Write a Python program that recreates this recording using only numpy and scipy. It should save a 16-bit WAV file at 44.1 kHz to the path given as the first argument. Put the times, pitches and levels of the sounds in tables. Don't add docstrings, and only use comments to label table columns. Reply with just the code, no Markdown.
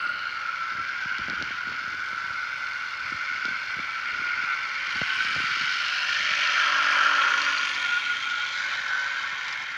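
import sys
import numpy as np
from scipy import signal
from scipy.fft import rfft, irfft, next_fast_len
from scipy.io import wavfile
from scipy.ndimage import uniform_filter1d, map_coordinates

SR = 44100
rng = np.random.default_rng(int(sys.argv[2]) if len(sys.argv) > 2 else 0)


def generate_wav(signal):
    frames = np.transpose(np.atleast_2d(signal))
    scaled = np.clip(frames, -1, 1) * 32767
    pcm = np.round(scaled).astype(np.int16)
    wavfile.write(sys.argv[1], SR, pcm)


N = 430857

# [t/s, f/Hz]
SHAFT_SPEED = [(0.0, 43.43), (0.5, 42.17), (2.49, 44.92), (2.99, 46.4), (3.8, 47.28), (4.99, 47.23),
               (5.99, 49.5), (6.49, 48.32), (7.3, 48.48), (7.98, 46.3), (8.48, 45.5), (9.78, 46.76)]
# [t/s, whine level/dB, shell rattle level/dB, chassis rattle
# level/dB, rolling level/dB]
TRAIN_LEVELS = [(0, -31.5, -38, -46.5, -44.5), (.27, -30.5, -38, -45, -47), (.62, -30.5, -38.5, -47, -49),
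                (1.2, -31.5, -35.5, -47, -48.5), (1.99, -31, -39, -47, -48),
                (3.3, -31, -35.5, -44.5, -47.5), (4.1, -31.5, -33.5, -45.5, -46.5),
                (4.46, -28, -32.5, -44, -46), (4.75, -31.5, -32, -43, -46),
                (5.25, -28.5, -29.5, -38, -44.5), (6.04, -31, -30.5, -35.5, -43),
                (6.24, -32, -26, -35, -43.5), (6.61, -25.5, -26.5, -35, -36), (7.05, -21, -28, -36, -32),
                (7.24, -23, -28.5, -36.5, -32), (7.7, -32, -29.5, -38, -40.5), (8.3, -32, -33, -39.5, -47),
                (8.6, -33.5, -33, -39, -44), (8.71, -32, -31, -40.5, -40), (8.82, -33, -33.5, -41.5, -43),
                (8.97, -31, -34, -41.5, -42), (9.5, -35, -33.5, -44, -44.5), (9.77, -35, -36, -48.5, -48.5)]
# [t/s, side], with side 0 tail (also below 0), 1 far flank,
# 2 rounding the curve, 3 nose, 4 alongside, 5 entering the tunnel, 6 wagons only (also above 6)
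FACING_SIDE = [(0, -0.5), (.7, 1.1), (1.5, 1.83), (2.5, 1.04), (3.5, 1.14), (4.6, 0.97), (5.1, 2), (5.7, 2),
               (6.2, 3.5), (6.8, 3.5), (7.5, 4), (8, 5), (8.5, 5), (8.9, 9), (9.3, 6), (9.77, 6)]
# [f/Hz, width/Hz, then relative level/dB for each of the seven sides]
SHELL_MODES = [(1794, 236, -57.5, -58, -47.5, -45, -40.5, -55.5, -49.5),
               (2008, 280, -58.5, -55, -48, -50, -45.5, -51, -54.5),
               (2152, 230, -52.5, -48.5, -50, -52, -53.5, -50.5, -49),
               (2309, 302, -56.5, -52.5, -44.5, -44, -43, -48, -51.5),
               (2544, 220, -64, -61.5, -53, -50, -45.5, -55, -57.5),
               (2780, 386, -54.5, -60, -50, -45, -48.5, -56, -60.5),
               (3012, 190, -60, -65, -51, -47.5, -47.5, -59, -56.5),
               (3197, 280, -65, -64.5, -51.5, -47, -46.5, -50, -56)]
CHASSIS_MODES = [(3500, 364, -67.5, -60.5, -57.5, -62, -53, -56.5, -59.5),
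                 (3810, 610, -67, -68.5, -58, -56.5, -58, -60, -59),
                 (4311, 660, -59.5, -62, -56, -53, -56, -62, -62),
                 (4727, 490, -67.5, -65, -59, -60, -57.5, -69, -63.5),
                 (5150, 940, -72, -66, -60, -56.5, -62, -69.5, -67),
                 (5867, 840, -77.5, -71.5, -67, -63, -60, -70, -67.5),
                 (6530, 660, -85, -78.5, -71, -77, -64.5, -72.5, -71),
                 (7110, 1200, -90, -84.5, -79, -76, -80.5, -80, -78)]
WHINE_MODES = [(1352.4, 131, -3, -5, -5.5, -1.5, -2.5, -1.5, -2.5),
               (1437.4, 80, 1.5, -2, -3, -1.5, 0, 6, 0), (1512.5, 110, -6, -3.5, -2, -1.5, -6.5, -8, -1),
               (1628, 136, -11, -15, -10.5, -0.5, -11.5, -9, -4.5)]
TRACK_MODES = [(396, 430, -17.5, -17.5, -16.5, -24.5, -19.5, -19, -21.5),
               (582, 197, -6.5, -8.5, -15.5, -7, -11.5, -14.5, -11),
               (742, 92, -11, -14, -11.5, 1, -21.5, -10, -12),
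               (873.5, 147, -3, -1.5, -4.5, -8, -8.5, -4.5, -2), (997, 140, -5, -0.5, -2, 1, -3, -4.5, 1.5),
               (1097, 170, 1.5, 2, 3.5, 2, 1, 2, 2.5), (1222, 120, 8, 3, 4, 9, 2.5, -4.5, -7)]
# [cycles per turn, lead/rad, swing/dB of whine, of shell, of chassis, of brush hiss]
RASP_SWINGS = [(1, 0, 0, 0.58, 1.1, 2.8), (2, 2.5, -2, 1.6, 0.9, 2.5), (3, 1.1, 1, 1.8, 1.3, 3),
               (5, 2.5, 1.5, 0.62, 0.59, .8)]
POLE_KICKS = [-0.5, -4.5, -11]
KICK_SHARE = [-7.5, -9.5, -7.5, -3.5, -2.5, -8, -12]
# [f/Hz, gain/dB]
TRAIN_TREBLE_FALL = [(5000, 0), (7000, 0.5), (8000, -4), (10000, -19), (16000, -32.5)]
# [t/s, then level/dB of each band before the band's own trim]
BRUSH_LEVELS = [(0.0, -70, -83, -78.5), (0.46, -81, -86, -78.5), (1.66, -81.5, -80, -79),
                (2.18, -75.5, -85, -79), (3.62, -76.5, -89, -77.5), (4.76, -75.5, -87.5, -77.5),
                (5.22, -64, -83, -71.5), (5.66, -69, -79, -75.5), (6.04, -67, -72, -76.5),
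                (6.5, -69.5, -78, -73.5), (6.88, -67, -71, -71.5), (7.32, -66.5, -70.5, -76),
                (8.25, -69.5, -79, -75.5), (9.77, -80, -83, -79)]
# [f/Hz, width/Hz, trim/dB]
BRUSH_BANDS = [(8590, 2000, 0.5), (11150, 2800, -1), (14900, 2400, 1)]
# [f/Hz, relative level/dB]
ROOM_TONE = [(20, -20), (60, 0), (120, 0.5), (300, -2.5), (500, -11.5), (800, -2.5), (1100, -28.5),
             (1800, -120)]
# [f/Hz, relative level/dB]
HISS_TONE = [(5000, -15.5), (7500, -5), (9500, -5.5), (13700, -6), (14500, -2), (15200, 1.5), (17000, 0.5)]
# [t/s, relative push level/dB, relative knock over push/dB]
FINGER_THUMPS = [(0.067, -40, -13), (0.783, -38, -7), (0.796, -38.5, -6), (1.057, -33.5, -15),
                 (1.191, -35, -6), (1.214, -34.5, -8), (1.283, -32, 1), (1.292, -37, 0), (1.302, -34, 0),
                 (1.324, -37, -6), (1.334, -39.5, 3), (1.413, -35, 1), (1.424, -34.5, 3),
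                 (1.507, -37.5, -1), (1.672, -36, -5), (1.718, -41.5, 2), (1.877, -41, 1),
                 (1.943, -42, 0.5), (2.131, -41.5, 3), (2.306, -38.5, -5), (3.121, -33, -17),
                 (3.144, -36, -13), (3.453, -34, -1), (3.483, -35, -2), (3.767, -37, -7),
                 (3.795, -35.5, -3), (4.194, -39, -8), (4.216, -40, -3), (4.435, -42, -3),
                 (4.957, -35, -14), (5.016, -24, 3), (5.248, -39, 2), (5.28, -40, -10), (5.352, -36, -6),
                 (5.363, -31.5, 3), (5.38, -31.5, -18), (5.402, -34, -2), (5.438, -35, -6),
                 (5.611, -37, -7), (5.636, -38, -12), (6.202, -44, 7), (6.31, -35, -11)]
# [f/Hz, relative level/dB]
HAND_TONE = [(25, -12.5), (50, -7), (90, 4.5), (150, -2.5), (250, -1.5), (500, -7.5), (900, -26.5),
             (1800, -120)]
# [t/s, relative level/dB, relative bright edge level/dB]
CASE_TICKS = [(1.1838, -25.5, -66), (1.2994, -23, -71), (1.425, -21, -66), (1.6804, -36, -71),
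              (3.4542, -22, -58), (5.249, -23.5, -61.5)]
# [f/Hz, gain/dB]
SNAP_TONE = [(800, -33), (2500, -1), (4400, 4), (5500, -1.5), (7000, -19), (8500, -34), (16000, -70.5)]
# [f/Hz, gain/dB]
EDGE_TONE = [(5000, -34), (8500, -1), (12000, -3), (16000, -11)]
# [t/s, relative level/dB, middle ring f/Hz, relative wagon shake over ring/dB]
RAIL_JOINTS = [(4.5265, -30, 3886, -9), (4.906, -27, 4254, -6), (5.7134, -21, 4260, -10),
               (5.7415, -24, 4230, -5), (5.8481, -23, 4250, -8), (6.147, -23, 3730, -11),
               (6.5116, -24, 4770, -3), (6.9311, -26, 5497, -5), (7.2184, -17.5, 3520, -10),
               (7.4163, -18.5, 4360, -4.5), (7.449, -20, 4750, -5), (7.5765, -13, 4294, -13.5),
               (7.651, -21, 4746, -4), (7.7474, -21, 4740, -6), (7.7984, -28, 3500, -8),
               (8.297, -26, 3575, -3), (8.4087, -25, 3580, -8), (8.735, -26, 3580, -6),
               (9.4807, -26.5, 4950, 2.5), (9.5248, -25.5, 4966, -1), (9.622, -31, 5350, -6),
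               (9.7155, -32, 4710, -3)]
# [f/Hz, gain/dB]
WAGON_TONE = [(400, -29.5), (900, -4), (2500, 2), (5500, -3), (7000, -14), (9000, -36), (16000, -53.5)]
# [t/s, low order level/dB, commutator buzz level/dB]
HUM_LEVELS = [(5.6, -80, -66), (6.06, -81, -62), (6.3, -65.5, -51.5), (6.8, -55, -47), (7.19, -58, -46.5),
              (7.55, -56.5, -65), (8.2, -65, -64), (8.4, -82, -63.5), (8.96, -69, -54), (9.4, -75, -66)]
# [cycles per shaft turn, relative level/dB]
HUM_ORDERS = [(3, -18), (4, -18.5), (5, -7), (6, 0), (7, -17.5), (8, -16.5), (9, -13), (10, -10),
              (11, -10.5), (12, -1), (13, -4), (15, -19)]

ROOM_DB, HISS_DB = -59.5, -72
GRIP_DB, GRIP_S, STILL_DB = -60.5, 0.092, -71.5
FUMBLE_S, FUMBLE_DB, FUMBLE_KNOCK_DB = 0.06, -44.5, -4
TOP_HZ = 15530


def amp(db):
    return 10 ** (np.asarray(db) / 20)


def unit(x):
    return x / np.sqrt(np.mean(x ** 2) + 1e-20)


def curves(rows):
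    s, *cols = np.transpose(rows)
    return [np.interp(np.arange(N) / SR, s, c) for c in cols]


def wobble(rate):
    knots = rng.standard_normal(int(N * rate / SR) + 4)
    return map_coordinates(knots, [np.arange(N) * rate / SR])


def coloured(x, gain):
    hz = np.fft.rfftfreq(4096, 1 / SR)
    cepstrum = irfft(np.log(gain(hz) + 1e-9))
    cepstrum[1:2048] *= 2
    cepstrum[2049:] = 0
    response = irfft(np.exp(rfft(cepstrum)))
    return signal.oaconvolve(x, response)[:N]


def modes(rows):
    def gain(f):
        power = 0
        for centre, width, db in rows:
            detuning = (f * f - centre * centre) / (f * width + 1)
            power = power + amp(db) ** 2 / (1 + detuning ** 2) ** 3
        return np.sqrt(power)
    return gain


def slope(points):
    f, db = np.transpose(points)
    return lambda hz: amp(np.interp(np.log(hz + 1), np.log(f + 1), db))


def patchy(depth_db, bins, frames):
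    z = signal.stft(rng.standard_normal(N), nperseg=2048)[2]
    field = uniform_filter1d(rng.standard_normal(z.shape), bins, 0)
    field = uniform_filter1d(field, frames, 1)
    return signal.istft(z * amp(depth_db * unit(field)), nperseg=2048)[1][:N]


def place(times, shapes):
    starts = np.round(np.asarray(times) * SR).astype(int)[:, None]
    at = starts + np.arange(shapes.shape[1])
    return np.bincount(at.ravel(), shapes.ravel(), N + SR)[:N]


def shaft_angle():
    turns_per_second = curves(SHAFT_SPEED)[0] + 0.25 * wobble(6)
    return 2 * np.pi * np.cumsum(turns_per_second) / SR


def rasp(angle, column):
    return amp(sum(row[column] * np.cos(row[0] * angle + row[1]) for row in RASP_SWINGS))


def kicks(angle):
    poles = len(POLE_KICKS)
    pole = np.floor(angle * poles / (2 * np.pi) + 0.1184 * wobble(120)).astype(int)
    passing = np.maximum(np.diff(np.maximum.accumulate(pole), prepend=0), 0)
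    strength_db = np.take(POLE_KICKS, pole % poles) + 2.8 * wobble(150)
    return unit(passing * amp(strength_db))


def turning(source, table):
    side_columns = range(2, len(table[0]))
    facing = np.clip(curves(FACING_SIDE)[0], 0, len(side_columns) - 1)
    sides = [unit(coloured(source, modes([(m[0], m[1], m[k]) for m in table]))) for k in side_columns]
    return sum(np.clip(1 - abs(facing - k), 0, 1) * side for k, side in enumerate(sides))


def train(angle):
    whine_db, shell_db, chassis_db, rolling_db = curves(TRAIN_LEVELS)
    share_db = np.interp(curves(FACING_SIDE)[0], np.arange(len(KICK_SHARE)), KICK_SHARE)
    jolts = kicks(angle) * amp(share_db)
    whine_gears = unit(rasp(angle, column=2) * patchy(3.13, 2, 16)) + jolts
    shell_gears = unit(rasp(angle, column=3) * patchy(2.45, 2, 10)) + amp(-1) * jolts
    worn_teeth = amp(0.26 * wobble(30) + 1.45 * wobble(250))
    chassis_gears = rasp(angle, column=4) * worn_teeth * patchy(1.9, 2, 10)
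    body = amp(whine_db) * turning(whine_gears, WHINE_MODES)
    body += amp(shell_db) * turning(shell_gears, SHELL_MODES)
    body += amp(chassis_db) * turning(chassis_gears, CHASSIS_MODES)
    body += amp(rolling_db) * turning(patchy(2.66, 2, 10), TRACK_MODES)
    return coloured(body, slope(TRAIN_TREBLE_FALL))


def brushes(angle):
    total = np.zeros(N)
    for level_db, (hz, width, trim_db) in zip(curves(BRUSH_LEVELS), BRUSH_BANDS):
        flicker = amp(1.5 * wobble(40) + 1.5 * wobble(300))
        sparks = rasp(angle, column=5) * flicker * patchy(2.8, 14, 14)
        band = unit(coloured(sparks, modes([(hz, width, 0)])))
        total += amp(level_db + trim_db) * band
    return total


def room():
    return amp(ROOM_DB) * unit(coloured(rng.standard_normal(N), slope(ROOM_TONE)))


def microphone_hiss():
    return amp(HISS_DB) * unit(coloured(rng.standard_normal(N), slope(HISS_TONE)))


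def grip():
    t = np.arange(N) / SR
    busy = sum(np.exp(-((t - row[0]) / GRIP_S) ** 2) for row in FINGER_THUMPS)
    lumps = amp(3.5 * wobble(25) + 4.2 * wobble(70)) * rng.standard_normal(N)
    level = np.sqrt(amp(STILL_DB) ** 2 + amp(GRIP_DB) ** 2 * busy)
    return level * unit(coloured(lumps, slope(HAND_TONE)))


def fingers():
    rows = np.array(FINGER_THUMPS)
    chance = rng.standard_normal(rows.shape)
    s = np.abs(rows[:, 0] + FUMBLE_S * chance[:, 0])
    push_db = FUMBLE_DB + 2.2 * chance[:, 1]
    knock_db = FUMBLE_KNOCK_DB + 4 * chance[:, 2]
    return np.hstack([rows.T, (s, push_db, knock_db)])


def thumps():
    s, db, knock_db = fingers()[:, :, None]
    t = np.arange(2600) / SR
    pitch_scale = 330 * (1 + 0.21 * rng.standard_normal((len(s), 1)))
    glide = 0.26 * t + 0.0045 * (1 - np.exp(-t / 0.0048))
    push = amp(-60 * t / 0.041) * (1 - np.exp(-t / 0.0015)) * np.sin(2 * np.pi * pitch_scale * glide)
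    knock_shape = amp(knock_db + 6.0 - 60 * t / 0.007) * (1 - np.exp(-t / 0.00054))
    knock = knock_shape * np.sin(2 * np.pi * 560 * t)
    return place(s[:, 0], amp(db + 2.5) * (push + knock))


def ticks():
    s, db, edge_db = np.transpose(CASE_TICKS)[:, :, None]
    snap = coloured(place(s[:, 0], amp(db + 19)), slope(SNAP_TONE))
    edge = coloured(place(s[:, 0], amp(edge_db + 18.5)), slope(EDGE_TONE))
    return snap + edge


def joints():
    s, db, hz, shake_db = np.transpose(RAIL_JOINTS)[:, :, None]
    t = np.arange(1500) / SR
    spread = 1 + 0.033 * rng.standard_normal((len(s), 3))
    ring = sum(np.sin(2 * np.pi * hz * spread[:, k:k + 1] * t) for k in range(3))
    ring_shape = amp(db - 8.0 - 60 * t / 0.027) * (1 - np.exp(-t / 0.0012))
    rings = place(s[:, 0], ring_shape * ring)
    shake_shape = amp(db + shake_db - 60 * t / 0.068)
    shakes = place(s[:, 0], shake_shape * rng.standard_normal(ring.shape))
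    return rings + coloured(shakes, slope(WAGON_TONE))


def hum(angle):
    low_db, buzz_db = curves(HUM_LEVELS)
    near = np.clip((np.arange(N) / SR - HUM_LEVELS[0][0]) / 0.4, 0, 1)
    flutter = angle + 0.04 * wobble(20)

    def line(order, db):
        return amp(db + 2.2 * wobble(9)) * np.sqrt(2) * np.sin(order * flutter)

    low = sum(line(k, db) for k, db in HUM_ORDERS if k < 10)
    high = sum(line(k, db) for k, db in HUM_ORDERS if k >= 10)
    fuzz = unit(wobble(60) * np.sin(12.1 * angle) + wobble(60) * np.cos(12.1 * angle))
    buzz = high + amp(-1.0) * fuzz
    return near * (amp(low_db) * low + amp(buzz_db - 5.5) * buzz)


def scene():
    angle = shaft_angle()
    background = room() + microphone_hiss()
    hands = thumps() + ticks() + grip()
    engine = train(angle) + brushes(angle) + hum(angle)
    return (engine + background + hands + joints())[None]


def record(dry):
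    m = next_fast_len(N + SR // 2)
    keep = np.fft.rfftfreq(m, 1 / SR) < TOP_HZ
    return irfft(rfft(dry, m) * keep, m)[..., :N]


dry = scene()
out = record(dry)
generate_wav(out)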